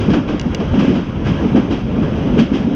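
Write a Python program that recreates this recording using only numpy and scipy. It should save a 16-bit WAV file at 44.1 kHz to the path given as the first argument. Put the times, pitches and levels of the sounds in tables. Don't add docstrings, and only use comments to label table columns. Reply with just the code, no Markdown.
import sys
import numpy as np
from scipy import signal
from scipy.io import wavfile
from scipy.ndimage import uniform_filter1d

SR = 44100
rng = np.random.default_rng(int(sys.argv[2]) if len(sys.argv) > 2 else 0)


def waveform_to_disk(signal):
    frames = np.transpose(np.atleast_2d(signal))
    scaled = np.clip(frames, -1, 1) * 32767
    samples = np.round(scaled).astype(np.int16)
    wavfile.write(sys.argv[1], SR, samples)


N = 121275
T = np.arange(N) / SR

# start_s, rumble_level_db, rush_level_db, drone_level_db
ROLLING_LEVELS = [(0.0, -17.5, -33.5, -21.5), (0.1, -18.5, -32.5, -27), (0.3, -22, -36, -27),
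                  (0.53, -22.5, -33, -21), (0.56, -20, -33.5, -30), (0.73, -21.5, -32, -18),
                  (0.83, -12.5, -30.5, -38), (0.9, -18.5, -33, -23), (1.0, -24.5, -38, -27),
                  (1.26, -20.5, -34.5, -22.5), (1.44, -17, -30.5, -22.5), (1.81, -20.5, -34, -26),
                  (1.83, -24, -37.5, -19.5), (1.9, -19, -35.5, -27.5), (2.05, -17.5, -32, -19),
                  (2.17, -17, -32.5, -26.5), (2.38, -17, -31, -21), (2.43, -20, -35, -27.5),
                  (2.73, -17, -34, -30.5), (2.75, -22, -34, -23)]
# pitch_hz, level_db (per Hz)
RUMBLE_TONE = [(15, -25.5), (30, -25), (60, -8.5), (100, -9), (160, 1), (220, 4), (300, -2.5), (400, -8),
               (550, -10.5), (750, -22), (1200, -80.5)]
# pitch_hz, level_db (per Hz)
RUSH_TONE = [(300, -13), (600, 3), (900, 6), (1600, -0.5), (1900, -4), (2500, -4), (3200, -3.5),
             (3700, -11.5), (4200, -19.5), (4800, -17.5), (6200, -19.5), (7200, -36.5), (8500, -40),
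             (10000, -46), (16000, -54.5)]
# start_s, level_db
HISS_LEVELS = [(0.03, -82), (0.18, -85.5), (0.52, -83.5), (1.07, -85), (1.42, -82), (1.55, -84.5),
               (1.76, -91), (2.25, -82), (2.41, -89), (2.72, -88)]
# start_s, level_db, pitch_hz, width_hz (of each resonance), hold_s (rise included)
FLOOR_BOOMS = [(.0, -17, 284, 109.6, 0.02), (0.081, -9, 205, 150, 0.03), (0.126, -11, 270, 110, 0.048),
               (0.291, -18, 255, 150, 0.048), (.455, -16.5, 191, 110, 0.019),
               (0.606, -20.5, 403, 152, 0.024), (0.73, -12, 235, 150, 0.023),
               (0.772, -10.5, 223, 109, 0.031), (0.878, -10, 238, 149, 0.041), (.92, -15, 204, 151, 0.079),
               (1.26, -13.5, 153, 110, 0.056), (1.413, -15.5, 225, 91, 0.042),
               (1.546, -6.5, 238.6, 109.5, 0.042), (1.555, -17, 412, 250, .02),
               (1.701, -13.5, 271, 200, 0.037), (1.971, -14.5, 206.5, 112, 0.042),
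               (2.027, -20, 290, 200, 0.01), (2.253, -16.5, 186, 108, 0.024),
               (2.309, -16.5, 190, 111, 0.12), (2.37, -13.5, 380, 300, 0.016), (2.386, -8, 228, 130, 0.027),
               (2.514, -12, 245, 106.7, 0.043), (2.664, -17, 234, 107, 0.044),
               (2.705, -17.5, 242, 110, 0.038)]
# start_s, level_db (upper part), rise_s, fade_s (to fall 60 dB),
# mid_db (lower part, compared with the upper part)
JOINT_CLATTER = [(.0, -31, 0.0035, 0.6, -19), (0.094, -28, 0.011, 0.33, -9),
                 (0.131, -25, 0.0051, 0.28, 6.5), (0.273, -32.5, 0.016, .5, 8),
                 (0.589, -34.5, 0.018, 0.23, 8), (0.734, -36.5, .008, 1, 11), (.785, -28, 0.0098, 0.88, -3),
                 (.88, -34, 0.012, 0.42, -4), (.94, -31.5, 0.017, 0.44, 4.5),
                 (1.238, -30, 0.036, 0.58, 3.5), (1.41, -53.5, .03, .5, -2),
                 (1.551, -29.5, 0.0098, 0.38, 7), (1.698, -29, 0.019, 0.46, -3),
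                 (2.018, -39, 0.013, 0.16, 12.5), (2.148, -40.5, .03, 0.3, 2),
                 (2.373, -23, 0.024, 0.32, -8), (2.52, -28.5, .028, 0.45, -2.5)]
# pitch_hz, level_db (per Hz)
CLATTER_COLOR = [(300, 4.5), (500, 2), (900, 0), (1600, -0.5), (1900, -4), (3200, 0), (3700, -9),
                 (4200, -17), (4800, -13), (6200, -19), (7200, -31), (8500, -44), (10000, -55.5),
                 (16000, -72)]
# start_s, level_db
HIGH_TICK_TIMES = [(0.0204, -67), (0.0872, -62.5), (0.2892, -70), (0.4204, -71), (0.6878, -68.5),
                   (0.8205, -68), (0.8864, -71), (0.9547, -69), (1.0216, -68), (1.0874, -68), (1.1543, -69),
                   (1.2875, -64.5), (1.4207, -62.5), (1.6871, -74), (1.8206, -67), (1.8871, -72),
                   (1.956, -69), (2.0238, -69), (2.0877, -66), (2.155, -63.5), (2.287, -66), (2.6893, -71)]
# start_s, level_db, contact_db (compared with that level)
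FITTING_TICKS = [(.3968, -9, -45), (.4138, -14, -50), (.5475, -6, -19)]
# pitch_hz, level_db (compared with each other), fade_s (to fall 60 dB)
FITTING_TONES = [(2250, -1, .015), (2850, 1, .035), (3400, -1, .012), (3950, -2, .01), (4750, 0, .011),
                 (5300, -3, .01), (5900, 2, .009), (6600, -6, .007), (8000, -17, .008)]
NOTCH_PITCHES = [1786, 3428, 3571, 3643, 4286, 4500]

DRONE_TOP_HZ, HISS_TOP_HZ = 140.5, 14000
BOOM_TOP_HZ, BOOM_RISE_S, BOOM_FALL_S = 1530, 0.0037, 0.023
STEADY = 0.41
CLATTER_SPLIT_HZ = 1170
PANEL_HZ, PANEL_WIDTH_HZ, PANEL_DB = 1624, 59, -3.5
HIGH_TICK_HZ, HIGH_TICK_WIDTH_HZ, HIGH_TICK_S = 11600, 900, 0.008
TICK_LOW_HZ, TICK_TOP_HZ = 1500, 6800
RATTLE_DB, RATTLE_FADE_S = -27, 0.035
DUCK_FROM_DB, DUCK_SHARE = -12, 0.26
MEMORY_FALL_DB_PER_S = 18
KNEE, SQUEEZE = 0.72, 0.55
NOTCH_WIDTH_HZ, EDGE_HZ = 40, 15850


def gain_of(db):
    return 10 ** (np.asarray(db) / 20)


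def evened(x):
    return x / np.sqrt(np.mean(x ** 2) + 1e-20)


def band(x, order, low_hz, high_hz):
    return signal.sosfilt(signal.butter(order, [low_hz, high_hz], "band", fs=SR, output="sos"), x)


def noise(tone, patchy_db, size=1024):
    frames, hz = 4 * N // size + 5, np.fft.rfftfreq(size, 1 / SR)
    a, b, patch = rng.standard_normal((frames, len(hz), 3)).T
    patch = uniform_filter1d(patch, size=8, axis=0)
    patch = evened(uniform_filter1d(patch, size=8, axis=1))
    tone_hz, tone_db = np.transpose(tone)
    color_db = np.interp(np.log(hz + 1), np.log(tone_hz), tone_db)
    spectrum = (a + 1j * b) * gain_of(color_db[:, None] + patchy_db * patch)
    x = signal.istft(spectrum, nperseg=size, noverlap=size * 3 // 4)[1]
    return evened(x[:N])


def resonate(x, hz, width_hz):
    turn = np.exp(2j * np.pi * hz * np.arange(len(x)) / SR)
    r = np.exp(-np.pi * width_hz / SR)
    return 2 * (turn * signal.lfilter([1 - r], [1, -r], x / turn)).real


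def add(mix, s, sound):
    part = mix[max(round(s * SR), 0):][:len(sound)]
    part += sound[:len(part)]


def rolling():
    s, rumble_db, rush_db, drone_db = np.transpose(ROLLING_LEVELS)
    rumble = gain_of(np.interp(T, s, rumble_db)) * noise(RUMBLE_TONE, 0.78, size=2048)
    rush = gain_of(np.interp(T, s, rush_db)) * noise(RUSH_TONE, 1.3)
    drone = evened(band(rng.standard_normal(N), 3, 40, DRONE_TOP_HZ))
    drone = gain_of(np.interp(T, s, drone_db)) * drone
    hiss = signal.lfilter(*signal.butter(1, HISS_TOP_HZ, fs=SR), rng.standard_normal(N))
    hiss = gain_of(np.interp(T, *np.transpose(HISS_LEVELS))) * hiss
    return rumble + rush + drone + hiss


def booms():
    out, t = np.zeros(N), np.arange(SR // 4) / SR
    warmup = 2000
    for s, db, hz, width_hz, hold_s in FLOOR_BOOMS:
        shake = rng.standard_normal(len(t) + warmup)
        shake = resonate(resonate(shake, hz, width_hz), hz, width_hz)
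        swing = abs(signal.hilbert(evened(shake)))
        shake = (shake / (swing + 0.22) ** STEADY)[warmup:]
        shake = shake / np.sqrt(np.mean(shake[t < hold_s] ** 2))
        rise = np.minimum(t / BOOM_RISE_S, 1)
        fall = np.exp(-np.maximum(t - hold_s, 0) / BOOM_FALL_S)
        add(out, s, gain_of(db) * shake * rise * fall)
    return band(out, 4, 60, BOOM_TOP_HZ)


def clatter():
    upper_power, lower_power, t = np.zeros(N), np.zeros(N), np.arange(SR) / SR
    for s, db, rise_s, fade_s, mid_db in JOINT_CLATTER:
        fading_db = db - 60 * np.maximum(t - rise_s, 0) / fade_s
        power = gain_of(2 * fading_db) * np.minimum(t / rise_s, 1) ** 2
        add(upper_power, s, power)
        add(lower_power, s, power * gain_of(2 * mid_db))
    x = noise(CLATTER_COLOR, 1.1, size=512)
    x = x + gain_of(PANEL_DB) * resonate(x, PANEL_HZ, PANEL_WIDTH_HZ)
    lower = signal.sosfiltfilt(signal.butter(2, CLATTER_SPLIT_HZ, fs=SR, output="sos"), x)
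    upper = x - lower
    return (np.sqrt(lower_power) * lower + np.sqrt(upper_power) * upper) / np.std(upper)


def high_ticks():
    out, t = np.zeros(N), np.arange(600) / SR
    swell = np.sin(np.pi * np.minimum(t / HIGH_TICK_S, 1))
    for s, db in HIGH_TICK_TIMES:
        puff = resonate(rng.standard_normal(len(t)), HIGH_TICK_HZ, HIGH_TICK_WIDTH_HZ)
        puff = evened(resonate(puff, HIGH_TICK_HZ, HIGH_TICK_WIDTH_HZ))
        add(out, s, gain_of(db) * puff * swell)
    return out


def fitting_ticks():
    out, t = np.zeros(N), np.arange(3000) / SR
    ring = sum(gain_of(db - 60 * t / fade_s) * np.sin(2 * np.pi * hz * t)
               for hz, db, fade_s in FITTING_TONES)
    ring = ring / abs(ring).max()
    contact = t == 4 / SR
    for s, db, contact_db in FITTING_TICKS:
        rattle = gain_of(RATTLE_DB - 60 * t / RATTLE_FADE_S) * rng.standard_normal(len(t))
        body = band(ring + rattle, 4, TICK_LOW_HZ, TICK_TOP_HZ)
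        add(out, s, gain_of(db) * (body + gain_of(contact_db) * contact))
    return out


def scene():
    return (rolling() + booms() + clatter() + high_ticks() + fitting_ticks())[None]


def duck(dry):
    power_db = 10 * np.log10(abs(uniform_filter1d(dry[0] ** 2, size=900)) + 1e-12)
    fall = T * MEMORY_FALL_DB_PER_S
    remembered_db = np.maximum.accumulate(power_db + fall) - fall
    over_db = np.maximum(remembered_db - DUCK_FROM_DB, 0)
    smoother = np.hanning(1500) / np.hanning(1500).sum()
    return dry / gain_of(DUCK_SHARE * signal.oaconvolve(over_db, smoother)[:N])


def squeeze(x):
    squeezed = np.sign(x) * (KNEE + SQUEEZE * (abs(x) - KNEE))
    return np.where(abs(x) > KNEE, squeezed, x)


def record(dry):
    x = squeeze(duck(dry))
    for hz in NOTCH_PITCHES:
        x = signal.lfilter(*signal.iirnotch(hz, hz / NOTCH_WIDTH_HZ, fs=SR), x)
    treble_cut = signal.firwin(511, EDGE_HZ, window=("kaiser", 9), fs=SR)
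    return signal.oaconvolve(x, treble_cut[None], "same")


dry = scene()
out = record(dry)
waveform_to_disk(out)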